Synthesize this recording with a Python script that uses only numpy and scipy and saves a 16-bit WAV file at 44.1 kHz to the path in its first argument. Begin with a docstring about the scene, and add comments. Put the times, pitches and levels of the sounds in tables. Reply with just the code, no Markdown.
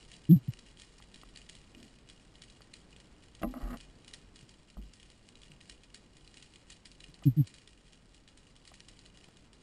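"""Speargun on a crackling reef

A rocky reef under water, heard through a camera housing fixed to a speargun.
Shrimp snaps are spikes with noisy echoes, coloured by the housing, over a rumble of shaped noise.
Dull thumps are gliding tones with fading overtones; a thin high whistle rides on all the close sounds.
Knocks and scrapes ring the gun's decaying modes; slow wobbles of the mount are low, shuddering tones."""
import sys
import numpy as np
from scipy import signal
from scipy.fft import rfft, irfft
from scipy.io import wavfile
from scipy.ndimage import uniform_filter1d

SR = 44100
rng = np.random.default_rng(int(sys.argv[2]) if len(sys.argv) > 2 else 0)


def waveform_to_disk(signal):
    """Save audio, clipped to [-1, 1], as 16-bit WAV at the path in sys.argv[1]."""
    frames = np.transpose(np.atleast_2d(signal))
    scaled = np.clip(frames, -1, 1) * 32767
    samples = np.round(scaled).astype(np.int16)
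    wavfile.write(sys.argv[1], SR, samples)


N = 424241
TIME = np.arange(N) / SR


def undb(db):
    """Decibels to gain."""
    return 10 ** (np.asarray(db) / 20)


def unit(x):
    """Scale to rms 1."""
    return x / np.sqrt(np.mean(x ** 2))


def peaking(sound, db):
    """Scale a sound to a peak level."""
    return sound * undb(db) / np.abs(sound).max()


def spectrum_at(hz, points):
    """Read a (Hz, dB) spectrum on a log-frequency axis."""
    point_hz, point_db = np.transpose(points)
    return np.interp(np.log(np.maximum(hz, 1)), np.log(point_hz), point_db)


def response(points, peaks=(), size=4096):
    """Minimum-phase impulse response of a spectrum with bell-shaped peaks and dips on it."""
    hz = np.arange(size // 2 + 1) * SR / size
    db = spectrum_at(hz, points)
    for peak_hz, width_hz, gain_db in peaks:
        db = db + gain_db / (1 + (2 * (hz - peak_hz) / width_hz) ** 2)
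    # folding the cepstrum onto positive time makes the response causal
    cepstrum = irfft(np.log(undb(db)))
    cepstrum[1:size // 2] *= 2
    cepstrum[size // 2 + 1:] = 0
    return irfft(np.exp(rfft(cepstrum)))


def through(x, ring):
    """Pass a sound through an impulse response."""
    return signal.fftconvolve(x, ring)[:len(x)]


def low_passed(x, order, cutoff_hz):
    """Roll off a sound above a cutoff."""
    return signal.sosfilt(signal.butter(order, cutoff_hz, fs=SR, output="sos"), x)


def add(out, start, sound):
    """Mix in a sound at a time in seconds."""
    i = max(int(start * SR), 0)
    out[i:i + len(sound)] += sound[:N - i]


def walk(rate):
    """Smooth random drift of rms 1, heading for a new value this many times a second."""
    k = int(SR / rate)
    steps = np.repeat(rng.standard_normal(N // k + 1), k)
    smooth = uniform_filter1d(uniform_filter1d(steps, k), k)
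    return unit(smooth[:N])


def clicks(rate, spread_db, size=N):
    """Random impulses at an average rate per second, many small and a few large."""
    when, strength = rng.random(size), rng.standard_normal(size)
    sign = rng.choice([-1, 1], size)
    out, hit = np.zeros(size), when < rate / SR
    out[hit] = sign[hit] * undb(spread_db * np.minimum(strength[hit], 2))
    return out


def swell_and_fade(t, swell, fade, curve=1.16, onset_curve=0.83):
    """Rounded rise, then a fall that is 30 dB down after the fade time."""
    fall = (np.maximum(t - swell, 0) / fade) ** curve
    rise = np.sin(np.pi / 2 * np.minimum(t / swell, 1)) ** onset_curve
    return rise * undb(-30 * fall)


# spectrum of the water moving round the housing: freq_hz, relative_db
WATER_SPECTRUM = [(15, -5.5), (30, -4.5), (44, 3), (68, -9), (110, -7), (160, -7.5), (280, -10.5),
                  (420, -15.5), (700, -22), (1300, -25.5), (3000, -31), (9000, -44.5), (11000, -59)]
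WATER_DB, SETTLE_DB_PER_S = -59.0, 0.17  # starting level, and how fast it settles


def water(surge_db=0.83):
    """Moving water is noise weighted to the lows: a soft rumble that slowly settles and surges a little."""
    rumble = unit(through(rng.standard_normal(N), response(WATER_SPECTRUM)))
    return rumble * undb(WATER_DB - SETTLE_DB_PER_S * TIME + surge_db * walk(2.8))


# broad colour the housing gives a snap: freq_hz, gain_db
SNAP_COLOUR = [(300, -26.5), (900, -12.5), (1550, -5.5), (1950, -1), (3000, 1.5), (4800, 3.5), (5500, 6),
               (6000, -10), (6500, 1.5), (8000, -1), (9100, 1), (10200, -10.5), (11000, -23.5),
               (12500, -72)]
# resonances and dips of the housing wall, on top of that colour: freq_hz, width_hz, gain_db
WALL_RESONANCES = [(1875, 120, 8), (2460, 46, 8.5), (2707, 183, -6.5), (2840, 270, 7.5), (3280, 190, 2.5),
                   (3640, 104, -8), (3950, 55, 6), (5270, 390, -7.5), (6760, 112, -10.5), (8160, 120, 4.5),
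                   (8460, 360, -7), (9400, 87, -19)]


def housing_response():
    """The housing passes the middle of a snap best, and its wall resonates."""
    return response(SNAP_COLOUR, WALL_RESONANCES)


REEF_ECHO_S = .042  # decay time constant


def snap_path(scatter_db, crack_s=0.0023, crack_db=16, echo_db=-10,
              ring_hz=2700, ring_s=0.0012, ring_db=-16, ring_spread_db=4, count=3):
    """A bubble collapse as it arrives: direct spike, scatter off near rock, a few echoes, the wider reef."""
    t = TIME[:SR // 6]
    reef = np.exp(-t / REEF_ECHO_S)
    # boulders some metres away each return a small burst like the near scatter
    since = t - rng.uniform(.003, .035, (count, 1))
    echoes = np.sum((since > 0) * np.exp(-np.abs(since) / crack_s), axis=0) * reef
    near_rock = undb(crack_db) * (np.exp(-t / crack_s) + undb(echo_db) * echoes)
    path = undb(scatter_db) * rng.standard_normal(len(t)) * (near_rock + reef)
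    path[0] += 1  # the direct spike
    # each direction of arrival rings the housing at its own pitch and strength
    hz = ring_hz * (1 + .35 * min(rng.exponential(), 4))
    ring = np.sin(2 * np.pi * hz * t) * np.exp(-t / ring_s)
    return path + undb(ring_db + ring_spread_db * rng.standard_normal()) * ring


# busyness of the distant colony, joined by straight lines: time_s, reference_level_db
COLONY_LEVEL = [(0.0, -62.5), (0.4, -67), (0.8, -65), (1.1, -69), (1.42, -63.5), (1.6, -66), (3.32, -68.5),
                (3.72, -63), (3.94, -69.5), (5.73, -68), (6.03, -70), (6.51, -65.5), (6.67, -69),
                (7.53, -64.5), (7.98, -68.5), (8.6, -69), (8.84, -66), (9.62, -70)]


def colony_db(time):
    """Reference level of the colony at a time."""
    return np.interp(time, *np.transpose(COLONY_LEVEL))


def far_shrimp(housing, crackle_db=-2.0, fizz_db=-6.5, swell_db=2.5, count=12):
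    """Snaps from several patches of rock, over a fizz of dense tiny clicks that comes in little swells."""
    crackle = np.zeros(N)
    for _ in range(count):
        crackle += through(clicks(rate=9.7, spread_db=4.0), snap_path(scatter_db=-28.0))
    fizz = clicks(rate=3200, spread_db=5) * undb(swell_db * walk(25))
    crackle = undb(crackle_db) * unit(through(crackle, housing))
    fizz = undb(fizz_db) * unit(through(fizz, housing))
    return (crackle + fizz) * undb(colony_db(TIME))


SNAP_S = .02  # a snap's level is its whole energy averaged over this time


def snap(housing, db, echo_db):
    """One bubble collapse as the housing passes it on, at the given level."""
    sound = through(snap_path(echo_db), housing)
    return sound * undb(db) / np.sqrt(np.sum(sound ** 2) / (SNAP_S * SR))


NEIGHBOURS_PER_S = 5
NEIGHBOUR_DB, NEIGHBOUR_SPREAD_DB = 7.5, 0.7  # above the colony's reference level, and its scatter
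NEIGHBOUR_ECHO_DB, ECHO_DB_PER_DB = -29, 3.7  # louder snaps carry less echo


def neighbour_shrimp(housing):
    """Single snaps from the surrounding rocks, at random moments, louder while the colony is busy."""
    out = np.zeros(N)
    for k in range(int(NEIGHBOURS_PER_S * N / SR)):
        start = (k + rng.random()) / NEIGHBOURS_PER_S
        nearness_db = NEIGHBOUR_SPREAD_DB * rng.standard_normal()
        db = colony_db(start) + NEIGHBOUR_DB + nearness_db
        add(out, start, snap(housing, db, NEIGHBOUR_ECHO_DB - ECHO_DB_PER_DB * nearness_db))
    return out


# the closest shrimp snaps: start_s, level_db (rms over SNAP_S), echo_db (reef against direct spike)
CLOSE_SNAPS = [(0.1166, -55.5, -34), (0.165, -60.5, -31), (0.2531, -61, -34), (0.5367, -55.5, -46),
               (0.5905, -59.0, -43), (0.772, -61, -28), (0.8193, -54.5, -31), (1.024, -59.0, -28),
               (1.1432, -55.5, -32), (1.361, -54.5, -44), (1.3735, -53.0, -35), (1.496, -52.0, -29),
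               (1.552, -57.0, -32), (2.0993, -56.5, -30), (2.42, -53.0, -31), (2.4998, -60.5, -31),
               (2.7384, -51.0, -32), (2.929, -61.5, -37), (3.237, -62.5, -21), (3.5107, -64, -26),
               (3.8096, -56.5, -27), (4.0794, -53.5, -15), (4.1371, -48, -27), (4.359, -57, -20),
               (4.492, -59, -20), (4.936, -58.5, -23), (5.03, -59.5, -40), (5.289, -59.5, -39),
               (5.4334, -58, -32), (5.518, -58.5, -36), (5.6113, -57.5, -32), (5.697, -50.5, -26.5),
               (5.9449, -51, -28), (6.342, -59.5, -25), (6.3713, -55.5, -21), (6.4256, -55.5, -27),
               (6.5373, -62.5, -21), (6.7022, -51.5, -13), (6.8555, -53, -28), (7.005, -56, -32),
               (7.041, -53, -33), (7.2375, -57.5, -29), (7.473, -53.5, -26), (7.584, -60.5, -34),
               (8.287, -63.5, -28), (8.3744, -61, -25.5), (8.676, -55.5, -23), (8.74, -57, -23),
               (8.8046, -55.5, -45), (8.8849, -55, -21), (9.061, -59.0, -25), (9.2427, -59.5, -34)]


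def near_shrimp(housing, lead_s=0.0034, lead_db=-14):
    """Single snaps; a weak tick runs just ahead of each crack."""
    out = np.zeros(N)
    for start, db, echo_db in CLOSE_SNAPS:
        add(out, start, snap(housing, db, echo_db))
        add(out, start - lead_s, snap(housing, db + lead_db, echo_db))
    return out


# dull thumps: start_s, peak_db, swell_s, fade_s, start_hz, crest_hz, end_hz,
# overtone_db (before the body dulls it), overtone_hold_s
THUMPS = [(0.290, -9.5, 0.04, 0.067, 151.6, 188.2, 127, -5.5, 0.017),
          (0.357, -18.5, 0.013, 0.039, 138.6, 141, 122, -18, 0.024),
          (0.481, -24, 0.01, 0.029, 158, 123.3, 101, -23, 0.014),
          (4.427, -48.5, 0.0053, 0.032, 151, 133, 120, -20, .01),
          (5.497, -51.5, 0.011, 0.07, 164, 155, 135, -15, .01),
          (7.086, -47.5, 0.01, 0.022, 155, 143, 125, -7, 0.012),
          (7.254, -13, 0.027, 0.055, 151, 134.2, 107, -6, 0.028),
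          (7.365, -16, 0.044, 0.04, 154.7, 137.4, 92, -12, 0.051)]


def thumps(mellow_db_per_s=650, body_hz=322, third_db=-35, rough_db=-45, rough_hz=700):
    """A few heavy vibrations each, lopsided at first; then the wave rounds off and its pitch sags."""
    out, t = np.zeros(N), TIME[:SR // 5]
    for start, db, swell, fade, start_hz, crest_hz, end_hz, overtone_db, hold in THUMPS:
        # the pitch moves late in the swell and slides evenly in the fade
        hz = start_hz + (crest_hz - start_hz) * np.minimum(t / swell, 1) ** 3
        hz = hz + (end_hz - crest_hz) * np.clip((t - swell) / fade, 0, 1)
        phase = 2 * np.pi * np.cumsum(hz) / SR
        # the body dulls the overtones steeply once the second harmonic passes body_hz
        passed = 1 / np.sqrt(1 + (2 * hz / body_hz) ** 24)
        overtone = passed * undb(overtone_db - mellow_db_per_s * np.maximum(t - hold, 0))
        harmonics = np.sin(2 * phase) + undb(third_db) * np.sin(3 * phase)
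        tone = overtone * harmonics - np.sin(phase)
        rough = unit(low_passed(rng.standard_normal(len(t)), 6, rough_hz))
        thump = (tone + undb(rough_db) * rough) * swell_and_fade(t, swell, fade)
        add(out, start, peaking(thump, db))
    return out


MIRROR_HZ, MIRROR_DB = 12000, 2.5


def whistle(x, mirrored_hz=1400):
    """A thin whistle on close sounds: the slope of their low wave, mirrored around a high frequency."""
    lows = low_passed(x, 4, mirrored_hz)
    return undb(MIRROR_DB) * np.gradient(lows) * np.cos(2 * np.pi * MIRROR_HZ * TIME)


# modes of the gun and its mount, ringing freely: freq_hz, level_db, t60_s
GUN_MODES = [(174, -6.5, 0.16), (232.7, 3.5, 0.13), (327, 3, 0.12), (490, -8.5, 0.14), (601, 2.5, 0.087),
             (679, 7.5, 0.05), (807, -4, 0.15), (1023, -8, 0.12), (1152, -7.5, 0.097), (1251, 3.5, 0.04),
             (1440, -35.5, 0.035), (1937, -12, 0.069), (2100, -41, 0.0066), (2740, -27, 0.11),
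             (3080, -34, 0.04)]


def gun_ring(tilt_db, ring, detune=0.0089):
    """The gun's modes after one blow; the grip shifts them slightly and scales their ring time."""
    t = TIME[:SR // 3]
    hz, db, t60 = np.transpose(GUN_MODES)[:, :, None]
    hz = hz * (1 + detune * rng.standard_normal(hz.shape))
    gain = undb(db + tilt_db * np.log2(hz / hz[0])) * rng.choice([-1, 1], hz.shape)
    decay = np.exp(-np.log(1000) * t / (t60 * ring))
    return np.sum(gain * np.sin(2 * np.pi * hz * t) * decay, axis=0)


# dry crack of a hard contact on the gun: freq_hz, gain_db
CONTACT_SPECTRUM = [(200, 2), (900, 1), (1400, 3), (2200, -4), (2900, -22.5), (4200, -30), (8000, -40)]


def contact(crack_s=.002):
    """A brief burst of noise where two hard surfaces meet."""
    t = TIME[:SR // 3]
    burst = rng.standard_normal(len(t)) * np.exp(-t / crack_s)
    return through(burst, response(CONTACT_SPECTRUM))


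# knocks and ticks on the gun: start_s, peak_db (of the ring), tilt_db_per_octave, ring_time_factor
KNOCKS = [(1.0016, -49, 11, 0.2), (1.2342, -42.5, 17, 0.24), (2.6067, -48, 10, 0.27), (3.417, -36, -4, 2.6),
          (3.4316, -32, 22, 0.35), (3.4342, -22.5, 2, 0.5), (3.442, -25, -4.5, 1.1), (3.5397, -34, 3, 0.85),
          (4.7696, -42.5, 0, 0.65), (7.2236, -47.5, 5, 0.56), (8.717, -46.5, 6, 0.41),
          (9.2858, -45.5, 3, 0.18)]


def knocks(crack_db=-13, crack_db_per_tilt=0.46):
    """Each blow rings the gun's modes and adds a contact crack, stronger when the ring is brighter."""
    out = np.zeros(N)
    for start, db, tilt_db, ring in KNOCKS:
        add(out, start, peaking(gun_ring(tilt_db, ring), db))
        add(out, start, peaking(contact(), db + crack_db + crack_db_per_tilt * tilt_db))
    return out


# something slides along the gun: start_s, length_s (before release), reference_level_db,
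# grit_db (against that level), tilt_db_per_octave (also shifts the rasp, in dB)
SLIDES = [(1.728, .13, -50.5, -11, -7), (3.457, 0.048, -40, -17.5, -5), (3.545, 0.03, -39, -8, -3),
          (3.598, .148, -43.5, -5.5, 6)]
SLIDE_ATTACK_S, SLIDE_RELEASE_S = 0.012, 0.032


def slides(hum_db=-3, hum_hz=250, hum_t60=0.11, rasp_db=-10, press_db_per_s=22):
    """Tiny slips rasp, rattle the gun and hum its low bending mode; pressure builds until it lets go."""
    out, t = np.zeros(N), TIME[:SR // 3]
    bending = np.sin(2 * np.pi * hum_hz * t) * np.exp(-np.log(1000) * t / hum_t60)
    for start, length, db, grit_db, tilt_db in SLIDES:
        slips = clicks(rate=1000, spread_db=5, size=len(t))
        rasp = undb(rasp_db + tilt_db) * unit(through(slips, response(CONTACT_SPECTRUM)))
        grit = unit(through(slips, gun_ring(tilt_db, ring=0.8))) + rasp
        hum = unit(through(slips, bending))
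        attack = np.clip(t / SLIDE_ATTACK_S, 0, 1)
        release = np.clip(1 - (t - length) / SLIDE_RELEASE_S, 0, 1)
        build_db = press_db_per_s * np.minimum(t - length, 0)
        scrape = undb(grit_db) * grit + undb(hum_db) * hum
        add(out, start, undb(db + build_db) * attack * release * scrape)
    return out


# spectrum of the mount's shudder: freq_hz, relative_db
SHUDDER_SPECTRUM = [(60, -5), (110, 1.5), (180, 9), (330, -4), (550, -23), (1200, -46)]
# slow wobbles of the mount: start_s, peak_db, swell_s, fade_s, pitch_hz, shudder_db
WOBBLES = [(3.456, -36.5, 0.016, 0.12, 40, -27), (3.627, -29.5, 0.014, 0.17, 42.4, -19),
           (4.768, -35.5, 0.0099, 0.17, 49.5, -12), (7.257, -39, 0.021, 0.11, 45.4, -5)]


def wobbles():
    """The mount sways at a low pitch, roughened by a noisy shudder, and settles."""
    out, t = np.zeros(N), TIME[:SR // 2]
    for start, db, swell, fade, hz, shudder_db in WOBBLES:
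        noise = through(rng.standard_normal(len(t)), response(SHUDDER_SPECTRUM))
        sway = np.sin(2 * np.pi * hz * t) + undb(shudder_db) * unit(noise)
        add(out, start, peaking(sway * swell_and_fade(t, swell, fade), db))
    return out


def scene():
    """Everything reaches one microphone inside the housing."""
    housing = housing_response()
    shrimp = far_shrimp(housing) + neighbour_shrimp(housing) + near_shrimp(housing)
    close = thumps() + knocks() + slides() + wobbles()
    return (water() + shrimp + close + whistle(close))[None]


TOP_HZ = 13700


def record(dry):
    """The camera cuts the top with a steep low-pass."""
    return signal.sosfilt(signal.ellip(8, .2, 70, TOP_HZ, fs=SR, output="sos"), dry)


dry = scene()
out = record(dry)
waveform_to_disk(out)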